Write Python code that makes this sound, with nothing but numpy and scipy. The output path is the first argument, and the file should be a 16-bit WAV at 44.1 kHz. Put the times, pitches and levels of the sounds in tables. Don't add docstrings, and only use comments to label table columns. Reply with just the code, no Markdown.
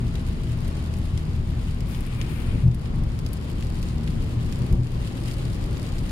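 import sys
import numpy as np
from scipy import signal
from scipy.fft import rfft, irfft, next_fast_len
from scipy.io import wavfile
from scipy.ndimage import uniform_filter1d, map_coordinates

SR = 44100
rng = np.random.default_rng(int(sys.argv[2]) if len(sys.argv) > 2 else 0)


def put_to_file(sound):
    columns = np.atleast_2d(sound).T
    safe = np.clip(columns, -1, 1)
    whole_steps = np.round(safe * 32767)
    wavfile.write(sys.argv[1], SR, whole_steps.astype(np.int16))


N = 269451
TIME = np.arange(N) / SR

# t/s, rumble from unevenness/dB, growl from coarse asphalt/dB
SURFACE = [(0, -30.5, -69), (.8, -34, -54), (1.35, -31.5, -65), (1.7, -33, -57), (2.4, -31.5, -56),
           (3.12, -28, -55.5), (3.5, -35, -48), (3.85, -31.5, -53), (4.25, -30.5, -46.5),
           (4.85, -31.5, -50), (5.3, -33, -45), (6.11, -31, -47.5)]
# f/Hz, level/dB
RUMBLE_EQ = [(8, -62), (20, 3.5), (40, 0), (70, -2.5), (120, -4), (170, -6.5), (220, -11), (320, -21.5),
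             (600, -40), (2000, -91)]
ROAR_EQ = [(60, -13), (180, -1.5), (260, -5.5), (350, -1), (450, 1.5), (600, -5), (800, -9), (1100, -9),
           (1600, -16.5), (2200, -16), (4000, -20.5), (6000, -25.5), (15000, -58)]
GROWL_EQ = [(120, -22), (210, -1.5), (260, 5.5), (350, 0), (430, -7), (560, -2.5), (700, -13), (900, -41),
            (2000, -36)]
# f/Hz, width/Hz, peak against the plain noise/dB
CABIN_PEAKS = [(27.2, 7.2, 11.5), (53.5, 27, 6), (105.9, 17.3, 2.5), (118.4, 10.7, 10), (153.3, 12.6, 1.5),
               (180.8, 11.7, 3), (232.3, 54, -1.5), (261, 12, -1.5), (300, 28.5, 3), (349, 26, 6.5),
               (400, 22, -4), (815, 51, -3), (1110, 1200, -18)]

def road():
    def cabin(f):
        return 1 + sum(amp(db) * np.abs(f * width / (hz * hz - f * f + 1j * f * width)) ** 2
                       for hz, width, db in CABIN_PEAKS)
    rumble_db, growl_db = curves(SURFACE)
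    roar = amp(-47.5 + 0.9 * wobble(8.3)) * rush(ROAR_EQ)
    growl = amp(growl_db) * rush(GROWL_EQ)
    rumble = amp(rumble_db + 0.5 * wobble(2.76)) * rush(RUMBLE_EQ)
    return filtered(rumble + roar + growl, cabin)


# t/s, boom/dB, heave/dB, knock/dB, push/s
WHEEL_HITS = [(2.525, -27.5, -21.5, -26.5, 0.032), (2.617, -4.5, -15, -24, 0.059),
              (4.592, -16.5, -24, -26.5, 0.011), (4.7, -16, -9, -19.5, 0.031),
              (4.773, -12.5, -36, -52, 0.023)]
# f/Hz, level/dB, t60/s
BOOM_MODES = [(79, -5.5, 0.14), (121.5, 1.5, 0.2), (150, -14, 0.062), (166.2, -9, 0.034)]
HEAVE_MODES = [(37, 1.4, 0.27), (64.8, 1, 0.3)]
# f/Hz, level/dB
KNOCK_EQ = [(40, -21), (120, 3.5), (240, -1.5), (290, -12.5), (355, -6), (410, -19.5), (560, -21),
            (900, -31.5), (2500, -57)]

def joints(knock_t60_s=0.35):
    def ring(modes, decay_s):
        return sum(amp(db - 60 * decay_s / t60) * np.sin(2 * np.pi * hz * t) for hz, db, t60 in modes)
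    out, t = np.zeros((2, N)), np.arange(SR // 2) / SR
    thud = rush(KNOCK_EQ)
    for s, boom_db, heave_db, knock_db, push_s in WHEEL_HITS:
        attack = 1 - np.exp(-(t / (0.58 * push_s)) ** 2)
        decay_s = np.maximum(t - push_s, 0)
        boom = amp(boom_db) * ring(BOOM_MODES, decay_s)
        heave = amp(heave_db) * ring(HEAVE_MODES, decay_s)
        knock = amp(knock_db - 60 * decay_s / knock_t60_s) * thud[:, round(s * SR):][:, :len(t)]
        add(out, s, attack * (boom + heave + knock))
    return out


FIRING_HZ = 78.33 - 0.56 * TIME
# t/s, level/dB
ENGINE_LOAD = [(0, -30), (1, -26.5), (3, -30.5), (4, -24.5), (5, -33), (6.11, -28)]
# multiple of the firing rate, level/dB
ENGINE_ORDERS = [(1, -3), (2, -12.5), (3, -16)]

def engine():
    load_db, = curves(ENGINE_LOAD)
    phase = 2 * np.pi * np.cumsum(FIRING_HZ + 0.18 * wobble(5.5)) / SR
    return np.sqrt(2) * sum(amp(load_db + db + 0.87 * wobble(4.44)) * np.sin(order * phase)
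                            for order, db in ENGINE_ORDERS)


# t/s, level/dB, brightness/dB, left minus right/dB
BIG_DROPS = [(.155, -26.5, -14, 0), (.678, -24.5, 3, 5), (.939, -23, 0, 0), (.986, -26, 11, 6),
             (1.176, -21, -5.5, 3), (1.806, -23, 0, 1), (2.007, -21, 8, 7), (2.065, -24.5, 7, 8),
             (2.214, -19.5, -11.5, 0), (2.746, -19, 5, 2), (2.857, -28, -10, -3), (3.19, -20.5, 2, 3),
             (3.2635, -17, -0.5, -6), (3.3325, -12, 16, 3), (3.5, -22, 10, 0), (3.625, -26, -12.5, -1),
             (3.828, -20.5, -4, 2), (4.076, -28, -17, -4), (4.227, -28, 5, 4), (4.525, -18.5, -1.5, -3),
             (4.726, -15.5, 4, -2), (5.075, -25, -3, -3), (5.257, -24, -3, -7), (5.312, -18.5, -1, -5),
             (5.34, -31, -3, -6)]

def drops(stray_count=24):
    def hit(eq, tail_db):
        sound = coloured(tick(tail_db), eq)
        return sound / np.linalg.norm(sound, axis=1, keepdims=True)
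    out = np.zeros((2, N))
    stray_times = rng.random(stray_count) * N / SR
    stray_settings = rng.normal([-28.5, 0, 0], [2.5, 6.5, 4.5], (stray_count, 3))
    strays = np.column_stack([stray_times, stray_settings])
    pat_eq = [(900, -22), (2000, -3), (2600, 0), (3800, -2), (6000, -16)]
    for s, db, bright_db, pan_db in [*BIG_DROPS, *strays]:
        top_db = bright_db - 2
        snap_eq = [(1500, -49), (3500, -20), (5000, 3), (7000, -3), (10000, top_db), (15500, top_db - 3)]
        snap = hit(snap_eq, tail_db=9)
        pat = amp(-5 - 0.89 * bright_db) * hit(pat_eq, tail_db=7)
        add(out, s, amp([[db + pan_db / 2], [db - pan_db / 2]]) * (snap + pat))
    return out


# t/s, level/dB
RAIN_STRENGTH = [(0, -56.5), (.13, -57), (.3, -59), (.75, -59), (.92, -58), (1.3, -59.5), (2.4, -58),
                 (2.75, -59.5), (3.02, -61.5), (3.85, -57), (4.15, -59), (4.48, -56), (4.88, -59),
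                 (5.1, -55.5), (5.4, -53), (5.55, -57), (5.85, -56.5), (6.11, -54.5)]
# f/Hz, level/dB
PATTER_EQ = [(300, -53), (1000, 0.5), (1700, -4.5), (2600, 1), (3600, 0.5), (4700, -4.5), (6000, -5),
             (9000, -8), (12000, -7.5), (15500, -10)]
SPLASH_EQ = [(500, -23), (2000, -21.5), (4500, 6.5), (7000, -2.5), (11000, 0.5), (15500, -6)]

def drizzle(bare_glass_db=3, clearing_s=0.17):
    rain_db, = curves(RAIN_STRENGTH)
    mid_upstroke_s = WIPER_STROKES[0][0] + STROKE_S / 2
    wiped = np.clip((TIME - mid_upstroke_s) / clearing_s, 0, 1)
    splash_db = rain_db.mean() + 0.9 * (rain_db - rain_db.mean()) - 3.5 + bare_glass_db * wiped
    fine, crisp = shower(per_second=2400, spread_db=9), shower(per_second=130, spread_db=18)
    flurry = 1.1 * wobble(22)
    patter = amp(rain_db + 4 + 1.6 * flurry) * unit(coloured(fine, PATTER_EQ))
    splashes = amp(splash_db + flurry) * unit(coloured(crisp, SPLASH_EQ))
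    return patter + splashes


# t/s, level/dB, hold/s
SPRAY_SHEETS = [(1.867, -44, 0.031), (2.148, -51, .05), (2.277, -49, .08)]
# f/Hz, level/dB
WASH_EQ = [(400, -31), (1200, 2.5), (1700, -0.5), (2400, 5), (3600, -5), (5500, -29), (9000, -7.5),
           (15000, -25)]
MIST_EQ = [(2000, -21), (6000, -2), (9000, -3), (13000, 4), (15500, 8)]

def spray():
    flow = amp(-51.5) * swell(start_s=1.86, attack_s=0.37, hold_s=0.34, release_s=0.18)
    sheets = sum(amp(db) * swell(s, 0.026, hold_s, 0.13) for s, db, hold_s in SPRAY_SHEETS)
    surge = np.hypot(flow, amp(-10) * sheets)
    wash = surge * amp(1.46 * wobble(36.34)) * rush(WASH_EQ)
    mist = sheets * unit(coloured(shower(per_second=1100, spread_db=5.7), MIST_EQ))
    return wash * amp([[1.5], [-11]]) + mist * amp([[0], [-8]])


STROKE_S = 0.46
# t/s, level/dB
WIPER_STROKES = [(2.7, -51.5), (3.25, -60)]
# f/Hz, level/dB
RUBBER_EQ = [(200, -26), (600, 5), (1100, -1), (2000, -21), (6000, -42)]

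def wiper():
    speed = lambda s: np.sin(np.pi * np.clip((TIME - s) / STROKE_S, 0, 1))
    return sum(amp(db) * speed(s) for s, db in WIPER_STROKES) * rush(RUBBER_EQ)


def gear_whine(mesh_ratio=8.35, hold_s=0.85, fade_db_per_s=12):
    db = -58 - fade_db_per_s * np.maximum(TIME - hold_s, 0) + 2.4 * wobble(14)
    hz = mesh_ratio * FIRING_HZ + 4 * wobble(30.7)
    return amp(db) * np.sin(2 * np.pi * np.cumsum(hz) / SR)


def tick(tail_db=0):
    t = np.arange(SR // 8) / SR
    crack = amp(-60 * t / .002)
    tail = amp(-9 - 60 * t / .018) + amp(-19 - 60 * t / .08)
    return (crack + amp(tail_db) * tail) * rng.standard_normal((2, len(t)))


def shower(per_second, spread_db, patches=10):
    out = np.zeros((2, N))
    per_patch = int(per_second * N / SR / patches)
    for _ in range(patches):
        when, size = rng.random((2, 2000))[:, :per_patch]
        hits = np.bincount((when * N).astype(int), amp(spread_db * size ** 2), N)
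        out += signal.oaconvolve(hits[None], tick(), axes=1)[:, :N]
    return out


# f/Hz, left-right correlation
STEREO_IMAGE = [(30, 0.96), (160, 0.97), (270, 0.69), (450, 0.62), (740, 0.23), (1200, -0.13),
                (2500, -0.13)]

def rush(eq):
    def mid_side(hz):
        angle = np.arccos(np.clip(along(STEREO_IMAGE, hz), -1, 1)) / 2
        return amp(along(eq, hz)) * [np.cos(angle), np.sin(angle)]
    mid, side = filtered(rng.standard_normal((2, N)), mid_side)
    return unit(np.array([mid + side, mid - side]))


def amp(db):
    return 10 ** (np.asarray(db) / 20)


def unit(x):
    return x / np.sqrt(np.mean(x ** 2) + 1e-20)


def along(points, hz):
    freqs, values = np.transpose(points)
    return np.interp(np.log(hz + 1), np.log(freqs + 1), values)


def curves(rows):
    times, *columns = np.transpose(rows)
    return [np.interp(TIME, times, column) for column in columns]


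def wobble(rate):
    return map_coordinates(rng.standard_normal(256), [TIME * rate], mode="wrap")


def swell(start_s, attack_s, hold_s, release_s):
    return np.interp(TIME, start_s + np.cumsum([0, attack_s, hold_s, release_s]), [0, 1, 1, 0])


def filtered(x, response):
    n = x.shape[-1]
    padded = next_fast_len(n + 8192)
    return irfft(rfft(x, padded) * response(np.fft.rfftfreq(padded, 1 / SR)), padded)[..., :n]


def coloured(x, eq, size=1024):
    cepstrum = irfft(np.log(amp(along(eq, np.fft.rfftfreq(size, 1 / SR)))))
    cepstrum[1:size // 2] *= 2
    cepstrum[size // 2 + 1:] = 0
    kernel = irfft(np.exp(rfft(cepstrum)))
    return signal.oaconvolve(x, kernel[None], axes=1)[:, :x.shape[1]]


def add(track, s, sound):
    part = track[:, round(s * SR):][:, :sound.shape[-1]]
    part += sound[..., :part.shape[1]]


def gain_control(x, threshold_db=-20, slope=0.42, release_s=0.19):
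    power = np.abs(uniform_filter1d(np.mean(x ** 2, axis=0), SR // 40))
    excess_db = np.maximum(10 * np.log10(power + 1e-12) - threshold_db, 0)
    recovery = np.exp(-TIME / release_s)
    held_db = np.maximum.accumulate(excess_db / recovery) * recovery
    return x * amp(-slope * held_db)


def scene():
    return road() + engine() + gear_whine() + joints() + drizzle() + drops() + spray() + wiper()


# f/Hz, level/dB
LEFT_EQ = [(30, -3.66), (150, 0.5), (330, 1), (1000, 5.5), (1800, 6.5), (3700, 6), (5000, 5), (6000, 1),
           (7500, 0), (9000, 7), (10000, 1), (10700, 5), (13000, -1), (15500, -7.5)]
RIGHT_EQ = [(30, -5.5), (150, -1.5), (330, -3), (1000, 2), (1800, 6.5), (3700, 0.5), (5100, 6),
            (5700, -3.5), (7000, 7), (7800, 3.5), (8800, -11), (11500, -8.5), (15500, -12)]

def record(dry, top_hz=15800):
    ports = filtered(dry, lambda hz: amp([along(LEFT_EQ, hz), along(RIGHT_EQ, hz)]))
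    return filtered(gain_control(ports), lambda hz: hz < top_hz)


dry = scene()
out = record(dry)
put_to_file(out)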